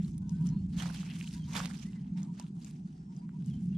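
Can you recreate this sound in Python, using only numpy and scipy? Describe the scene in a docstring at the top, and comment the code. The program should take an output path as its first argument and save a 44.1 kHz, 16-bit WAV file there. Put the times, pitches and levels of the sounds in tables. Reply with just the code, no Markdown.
"""Outdoors, over a faint wide hush, a light wind booms in the housing of a small stereo microphone.
Far off one bird hoots in groups of three or four, and other birds whistle in short glides (sines, echoed).
A hand scrapes dry soil and litter, lightly at first, then digs hardest near 1.6 s and eases off:
trains of tiny rings for the breaking grains, with ticks, rings and dust puffs for snapping twigs."""
import sys
import numpy as np
from scipy import signal
from scipy.io import wavfile
from scipy.ndimage import uniform_filter1d

SR = 44100
rng = np.random.default_rng(int(sys.argv[2]) if len(sys.argv) > 2 else 0)


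def linear_from_db(decibels):
    """Turn decibels (scalar or array-like) into linear amplitude factors; 0 gives 1."""
    return 10 ** (np.asarray(decibels, float) / 20)


def waveform_to_disk(signal):
    """Save audio, clipped to [-1, 1], as 16-bit WAV at the path in sys.argv[1]."""
    frames = np.transpose(np.atleast_2d(signal))
    scaled = np.clip(frames, -1, 1) * 32767
    samples = np.round(scaled).astype(np.int16)
    wavfile.write(sys.argv[1], SR, samples)


N = 166257


def evened(x):
    """Scales to unit rms."""
    return x / np.sqrt(np.mean(x ** 2) + 1e-20)


def read(points, hz):
    """Interpolates a spectrum table on a log-frequency axis."""
    f, value = np.transpose(points)
    return np.interp(np.log(hz + 1), np.log(f + 1), value)


def curve(table, t, axis):
    """One column of a control table at times t."""
    rows = np.array(table)
    return np.interp(t, rows[:, 0], rows[:, axis])


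def drift(size):
    """Slow random curve of unit rms, smoothed twice over size samples."""
    once = uniform_filter1d(rng.standard_normal(N), size=size)
    return evened(uniform_filter1d(once, size=size))


def add(mix, s, sound):
    """Mixes a mid-side sound in at time s."""
    part = mix[:, round(s * SR):][:, :sound.shape[1]]
    part += sound[:, :part.shape[1]]


def ping(hz, cycles):
    """A ring of a few cycles that starts and dies softly, peak near 1."""
    u = np.arange(int(4 * cycles * SR / hz) + 8) * hz / SR / cycles
    envelope = (1.45 * np.e * u) ** 2 * np.exp(-3 * u)
    return envelope * np.sin(2 * np.pi * cycles * u)


def field(shape_db, patch_db, size):
    """Mid and side noise from a level field over frequency and time, with drifting patches."""
    hop = size // 4
    hz = np.fft.rfftfreq(size, 1 / SR)[:, None]
    t = np.arange(N // hop + 5) * hop / SR
    a, b, c, d, patch = rng.standard_normal((len(t), len(hz), 5)).T
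    patch = uniform_filter1d(patch, size=8, axis=0)
    patch = evened(uniform_filter1d(patch, size=8, axis=1))
    z = np.array([a + 1j * b, c + 1j * d]) * linear_from_db(shape_db(hz, t) + patch_db * patch)
    return signal.istft(z, nperseg=size, noverlap=size - hop)[1][:, :N]


def air():
    """The faint wide hush of the open field: shaped noise, independent in mid and side."""
    # spectra, relative: (frequency [Hz], level [dB per Hz])
    mid_spectrum = [(260, -36.5), (450, -33), (548, -3), (768, 9), (1190, -8.5), (3610, -15), (6340, -7.5),
                    (8890, -11.5), (10400, -29), (11000, -47.5), (13000, -62.5)]
    side_spectrum = [(260, -35.5), (450, 0), (572, -10.5), (747, 5.5), (1140, -8.5), (1600, -10),
                     (3370, -26), (5670, -25.5), (8520, -33), (11000, -39.5), (13000, -69.5)]
    mid_rms_db, side_rms_db, patch_db = -78.5, -69.5, 3.5

    def shape_db(hz, t):
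        return np.array([read(mid_spectrum, hz), read(side_spectrum, hz)])

    mid, side = field(shape_db, patch_db, size=1024)
    return np.array([linear_from_db(mid_rms_db) * evened(mid), linear_from_db(side_rms_db) * evened(side)])


def note(db, hz, side_db, rise):
    """A soft-edged sine on the pitch curve hz, wavering and flickering with the air on its way."""
    waver_share, flicker_db_per_hz = .004, .0006
    u = np.linspace(0, 1, len(hz))
    slow = uniform_filter1d(rng.standard_normal((2, len(hz))), size=300)
    waver, flicker = evened(uniform_filter1d(slow, size=300))
    phase = 2 * np.pi * np.cumsum(hz * (1 + waver_share * waver)) / SR
    envelope = np.minimum(np.minimum(u / rise, 6 * (1 - u)), 1)
    level = linear_from_db(db + flicker_db_per_hz * hz * flicker) * np.sqrt(2) * envelope
    return level * np.array([np.sin(phase), linear_from_db(side_db) * np.cos(phase)])


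def birds():
    """Hoots rise into their pitch; whistles glide; trees return a blurred echo."""
    # hooting bird: (start [s], length [s], mid level [dB], peak pitch [Hz])
    hoots = [(0.116, 0.067, -79.5, 955), (0.257, 0.08, -70.5, 957), (0.382, 0.078, -66.5, 978),
             (0.507, .062, -66.5, 990), (1.216, 0.062, -71, 952), (1.344, 0.056, -66, 983),
             (1.469, 0.038, -63.5, 980), (2.148, 0.053, -69.5, 924), (2.27, 0.05, -66, 968),
             (2.388, 0.047, -63.5, 979), (3.086, 0.057, -74, 937), (3.203, 0.057, -70.5, 984),
             (3.325, 0.052, -68.5, 973)]
    # other birds: (start [s], length [s], mid level [dB], first pitch [Hz], last pitch [Hz])
    whistles = [(.21, 0.09, -84, 1475, 1560), (.318, 0.12, -75.5, 1500, 1570), (0.21, 0.16, -80, 1030, 990),
                (0.499, .14, -80, 4170, 4440), (1.392, 0.06, -68, 3330, 3070),
                (1.85, 0.052, -69.5, 1894, 2100), (1.955, 0.032, -70, 2120, 1920),
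                (2.955, 0.21, -87, 5200, 5700), (3.09, 0.08, -88, 5100, 5300),
                (2.965, 0.075, -86, 4600, 4550), (3.165, 0.05, -79, 4950, 4680),
                (3.474, 0.028, -73.5, 2980, 2870), (3.504, 0.05, -69, 3340, 3030),
                (3.548, 0.039, -80, 3010, 3130), (3.724, 0.021, -72.5, 2760, 2770),
                (3.749, 0.026, -69, 3350, 3090)]
    hoot_arch, hoot_side_db, hoot_rise = .11, -1, .3  # rise: share of a note spent swelling
    whistle_side_db, whistle_rise = -7.5, 0.1
    echo_db, echo_decay_s = -9, 0.048
    out = np.zeros((2, N))
    for s, length_s, db, hz in hoots:
        u = np.linspace(0, 1, int(length_s * SR))
        pitch_hz = hz * (1 - hoot_arch * (1.7 * u - 1) ** 2)
        add(out, s, note(db, pitch_hz, hoot_side_db, hoot_rise))
    for s, length_s, db, first_hz, last_hz in whistles:
        pitch_hz = np.linspace(first_hz, last_hz, int(length_s * SR))
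        add(out, s, note(db, pitch_hz, whistle_side_db, whistle_rise))
    t = np.arange(SR // 4) / SR
    echo = rng.standard_normal((2, len(t))) * np.exp(-t / echo_decay_s)
    echo = echo / np.linalg.norm(echo[0])
    return out + linear_from_db(echo_db) * signal.fftconvolve(out, echo, axes=1)[:, :N]


def wind():
    """Gusts excite a broad low resonance, almost alike at both ports, with a deeper flutter under it."""
    # gusts: (time [s], boom level [dB], low flutter share [dB, about its mean])
    gusts = [(0.02, -33, -18), (0.21, -37.5, -10), (0.53, -27.5, -20), (0.7, -42.5, -3), (0.75, -35, -13),
             (1.04, -40, -16.5), (1.52, -37, -13), (1.97, -41.5, -17), (2.11, -40.5, -10.5),
             (2.14, -37.5, -26.5), (2.88, -43, -16.5), (2.95, -47, -12), (3.45, -36, -30), (3.48, -34, -16),
             (3.74, -35.5, -18)]
    # boom spectrum, relative: (frequency [Hz], level [dB per Hz])
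    boom = [(18, -44.5), (34, -38), (54, -15.5), (108, -16), (143, -4.5), (176, 4), (208, -4.5),
            (436, -38.5), (515, -55), (560, -58), (730, -79), (1230, -120)]
    # boom width: (frequency [Hz], side over mid [dB])
    boom_width = [(40, -29.5), (100, -19.5), (170, -35), (300, -13.5), (500, -6.5)]
    flutter_below_hz, patch_db = 110.9, 0.94
    top_above_hz, top_follows = 250, .4  # the top follows this share of the gusts' dB swing
    side_lean = -0.048

    def shape_db(hz, t):
        gust_db, flutter_db = curve(gusts, t, axis=1), curve(gusts, t, axis=2)
        mid_db = read(boom, hz) - 200 * (hz > boom[-1][0])  # silent above the table
        mid_db = mid_db + (hz < flutter_below_hz) * (flutter_db - flutter_db.mean())
        mid_db = mid_db - (hz > top_above_hz) * (1 - top_follows) * (gust_db - gust_db.mean())
        return np.array([mid_db, mid_db + read(boom_width, hz)])

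    mid, side = field(shape_db, patch_db, size=4096)
    level = linear_from_db(curve(gusts, np.arange(N) / SR, axis=1))
    return np.array([mid, side + side_lean * mid]) / np.std(mid) * level


def snaps():
    """Twigs and crumbs snap: each is a tick, a short ring and a puff of loosened dust."""
    # (time [s], ring level before panning [dB], ring centre [Hz], ring length [cycles], left over right [dB])
    snap_table = [(0.047, -48.5, 4180, 5.6, 1), (0.1804, -38.5, 9000, 4.8, -2.5),
                  (0.2944, -40.5, 6260, 1.9, 10.5), (.47, -42, 6130, 2.1, 13), (0.49, -41, 5930, 2.9, 9),
                  (0.823, -29, 6000, 0.46, -7), (0.858, -43, 4500, .5, -9), (0.822, -38, 1670, 0.88, -18),
                  (0.858, -37.5, 1320, 1, -10), (.899, -47.5, 1490, 4.2, -18), (.927, -45, 5100, 2.1, 2),
                  (.961, -37, 5000, .5, 10), (1.031, -43.5, 1330, 1.3, -14), (1.09, -48, 2580, 4.1, 2),
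                  (1.211, -32.5, 2670, 2.1, -6), (1.243, -45.5, 2580, 4.4, -3),
                  (1.275, -39.5, 3040, 3.9, -2), (1.31, -47, 3220, 1.8, 1), (1.338, -38.5, 5030, 1.1, 5),
                  (1.381, -44, 4500, .6, -2), (1.243, -43, 7000, .6, -3), (1.534, -50, 2100, 2, -3),
                  (1.5541, -35, 1070, 1.05, -18), (1.563, -30, 3450, 5, -3),
                  (1.6025, -29, 1260, 1.35, -7.5), (1.6578, -22, 5070, 0.4, -4), (1.702, -44, 1390, 2, -10),
                  (1.743, -44.5, 2570, 1.1, -10), (1.711, -46, 1680, 1.8, -11), (1.807, -55, 5500, 2.4, 0),
                  (1.932, -46.5, 2800, 1, -6), (2.249, -51, 5500, 1, 1), (2.231, -40, 6400, 2, -7.5),
                  (2.398, -36, 6740, 1.4, -13.5), (2.398, -44.5, 820, 1.5, -12), (2.619, -50, 4750, 1.5, 4),
                  (2.6466, -40, 7000, 1.3, 14), (2.466, -50.5, 3200, 0.87, -3), (3.165, -50.5, 6000, 4, 5),
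                  (3.2921, -47, 1500, 0.77, -5), (3.461, -45, 7500, 2, 13.5), (3.509, -58, 4500, .5, 0)]
    tick_db, tick_hz = -5, 7000
    dust_db, dust_decay_s, dust_cycles = -17, .003, .7
    left_lag_s = .00005
    out, t = np.zeros((2, N)), np.arange(2000) / SR
    tick = ping(tick_hz, 0.3)
    noise = rng.standard_normal((len(snap_table), len(t)))
    for (s, db, hz, cycles, pan_db), puff in zip(snap_table, noise):
        ring = ping(hz, cycles)[:len(t)]
        speck = ping(hz, dust_cycles)
        dust = np.convolve(puff, speck / np.linalg.norm(speck))[:len(t)]
        x = linear_from_db(dust_db) * np.exp(-t / dust_decay_s) * dust
        x[:len(ring)] += ring
        x[:len(tick)] += linear_from_db(tick_db) * tick
        left = linear_from_db(pan_db / 2) * np.interp(t - left_lag_s, t, x, left=0)
        right = linear_from_db(-pan_db / 2) * x
        add(out, s, linear_from_db(db) * np.array([left + right, left - right]) / 2)
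    return out


def scrape():
    """Clumped grains of many sizes break under the fingers, each from its own direction."""
    # hand: (time [s], pressure [dB], brightness [dB per octave], clod share [dB], left over right [dB])
    hand = [(.02, -67.5, 0, -12, -4), (.06, -67.5, 4.5, 5, -1), (.14, -73.5, 3.5, -2, 0),
            (.19, -80, -1.5, -7, 1), (.28, -78.5, 1.5, 8.5, -3), (.32, -71, 2, 1, -3),
            (.43, -73, 1, 3.5, -2), (.47, -59, 3, 2, -4), (.52, -75, -2.5, 0.5, -2),
            (.69, -78.5, 2.5, -1.5, -1), (.76, -61.5, -2, -7, -2), (.79, -50.5, -1.5, -4.5, -8),
            (.89, -52.5, -2, -2.5, -5), (.93, -57.5, 1, 0.5, -9.5), (1.12, -56.5, -2, -11.5, -1),
            (1.17, -59.5, 2, -1.5, -3), (1.37, -60, 1.5, -14, -2.5), (1.41, -70, 1, -2, -1),
            (1.46, -61.5, 1.5, -3, -1), (1.52, -57, 0.5, 2.5, -3), (1.562, -40, -3.5, -7, -4.5),
            (1.593, -46, -2.5, -5, -5), (1.665, -50, -2, -5, -9), (1.71, -60.5, 0, -0.5, -5.5),
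            (1.83, -59.5, 0, -7.5, -14), (1.88, -67.5, 1.5, -3, -4), (2.02, -74, -5, -10, -1),
            (2.16, -77, -2.5, -10, 0), (2.18, -60.5, -2.5, -9.5, -1), (2.26, -72.5, -1, 4, 0),
            (2.31, -77, 1.5, 0, -1), (2.4, -60, -3, -7.5, 0), (2.53, -82.5, 3, 4.5, 1),
            (2.67, -60, 2, -3.5, -3.5), (2.73, -69.5, 1, -7, -3), (2.82, -79.5, -1, -7, 0),
            (2.93, -73.5, 1.5, -2, -1), (3.1, -83, -3.5, -7, 1), (3.17, -72.5, 3, 3, -1),
            (3.27, -82.5, -5, -8, 1), (3.36, -79.5, -2, -4, 2), (3.48, -69, 3, 1, 0),
            (3.57, -73, -2.5, -8.5, -1.5), (3.65, -74.5, 3.5, -4, 1.5), (3.74, -75.5, -2.5, -11, 0.5)]
    # grit spectrum, relative: (frequency [Hz], level [dB per Hz])
    grit = [(290, -34.5), (500, -2), (620, -6.5), (888, 2.5), (1750, -5), (3330, -1.5), (4020, -4.5),
            (5510, -3.5), (9240, -11), (12100, -19.5), (15500, -26.5)]
    # grit width: (frequency [Hz], side over mid [dB])
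    grit_width = [(600, -10.5), (1300, 1.5), (2500, -9.5), (4400, -7), (8000, 2), (15000, -5)]
    clod_below_hz, pivot_hz, colour_drift_db = 1500, 3830, 2.5
    grains_per_s, grain_spread_db, grain_cycles = 1400, 3.2, 3.3  # rates are before clumping, per size
    cracks_per_s, crack_spread_db, crack_cycles, crack_db = 160, 5, 1.11, -8.5
    clump_db = 4.0
    stalk_start_s, stalk_end_s, stalk_hz, stalk_db = 0.9, 1.3, 2760, 6
    fine_above_hz, fine_follows, firm_db = 9540, 0.45, -50.5

    t, out = np.arange(N) / SR, np.zeros((2, N))
    pressure_db, bright_db, clod_db = [curve(hand, t, axis=k) for k in (1, 2, 3)]
    lean = np.tanh(curve(hand, t, axis=4) * np.log(10) / 40)  # side over mid
    clump = linear_from_db(clump_db * drift(size=500))
    # fingers drag over hollow stalks, which ring at one pitch
    stalks_db = stalk_db * np.clip(np.minimum(t - stalk_start_s, stalk_end_s - t) / 0.06, 0, 1)
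    sizes_hz = np.geomspace(440, 14500, num=26)
    weights = linear_from_db(read(grit, sizes_hz)) * np.sqrt(sizes_hz)
    weights = weights / np.linalg.norm(weights)

    # larger crumbs crack at all pitches at once
    crack_size = linear_from_db(crack_spread_db * np.minimum(rng.exponential(size=N), 3.2))
    cracks = (rng.random(N) < cracks_per_s * clump / SR) * crack_size
    cracks = linear_from_db(crack_db) * evened(cracks)
    crack_way = rng.standard_normal(N)

    for hz, weight in zip(sizes_hz, weights):
        draw, big, way = rng.random(N), rng.exponential(size=N), rng.standard_normal((2, N))
        sign = np.sign(way[0])
        grain_size = linear_from_db(grain_spread_db * np.minimum(big, 5))
        grains = evened((draw < grains_per_s * clump / SR) * grain_size * sign)

        colour_db = bright_db * np.log2(hz / pivot_hz) + (hz < clod_below_hz) * clod_db
        colour_db = colour_db + stalks_db * np.exp(-(np.log2(hz / stalk_hz) / 0.29) ** 2)
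        colour_db = colour_db + colour_drift_db * drift(size=1500)
        if hz > fine_above_hz:  # the finest grit needs pressure
            colour_db = colour_db + fine_follows * (pressure_db - firm_db)
        level = weight * linear_from_db(pressure_db + colour_db)

        width = linear_from_db(read(grit_width, hz))
        layers = [(grains, way[1], grain_cycles), (cracks * sign, crack_way, crack_cycles)]
        for hits, direction, cycles in layers:
            ring = ping(hz, cycles)
            both = level * hits * np.array([np.ones(N), lean + width * direction])
            out += signal.oaconvolve(both, ring[None] / np.linalg.norm(ring), axes=1)[:, :N]
    return out


def scene():
    """All sources in mid and side, turned into left and right."""
    mid, side = air() + birds() + wind() + snaps() + scrape()
    return np.array([mid + side, mid - side])


def top_cut(x):
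    """Nothing passes above the cut-off."""
    return signal.sosfilt(signal.butter(12, 15690, fs=SR, output="sos"), x)


def record(dry):
    """A linear-phase low-pass limits the band."""
    edge_hz = 15400
    low_pass = signal.firwin(511, edge_hz, window=("kaiser", 9), fs=SR)
    mix = signal.oaconvolve(dry, low_pass[None], "same")
    return top_cut(mix)


dry = scene()
out = record(dry)
waveform_to_disk(out)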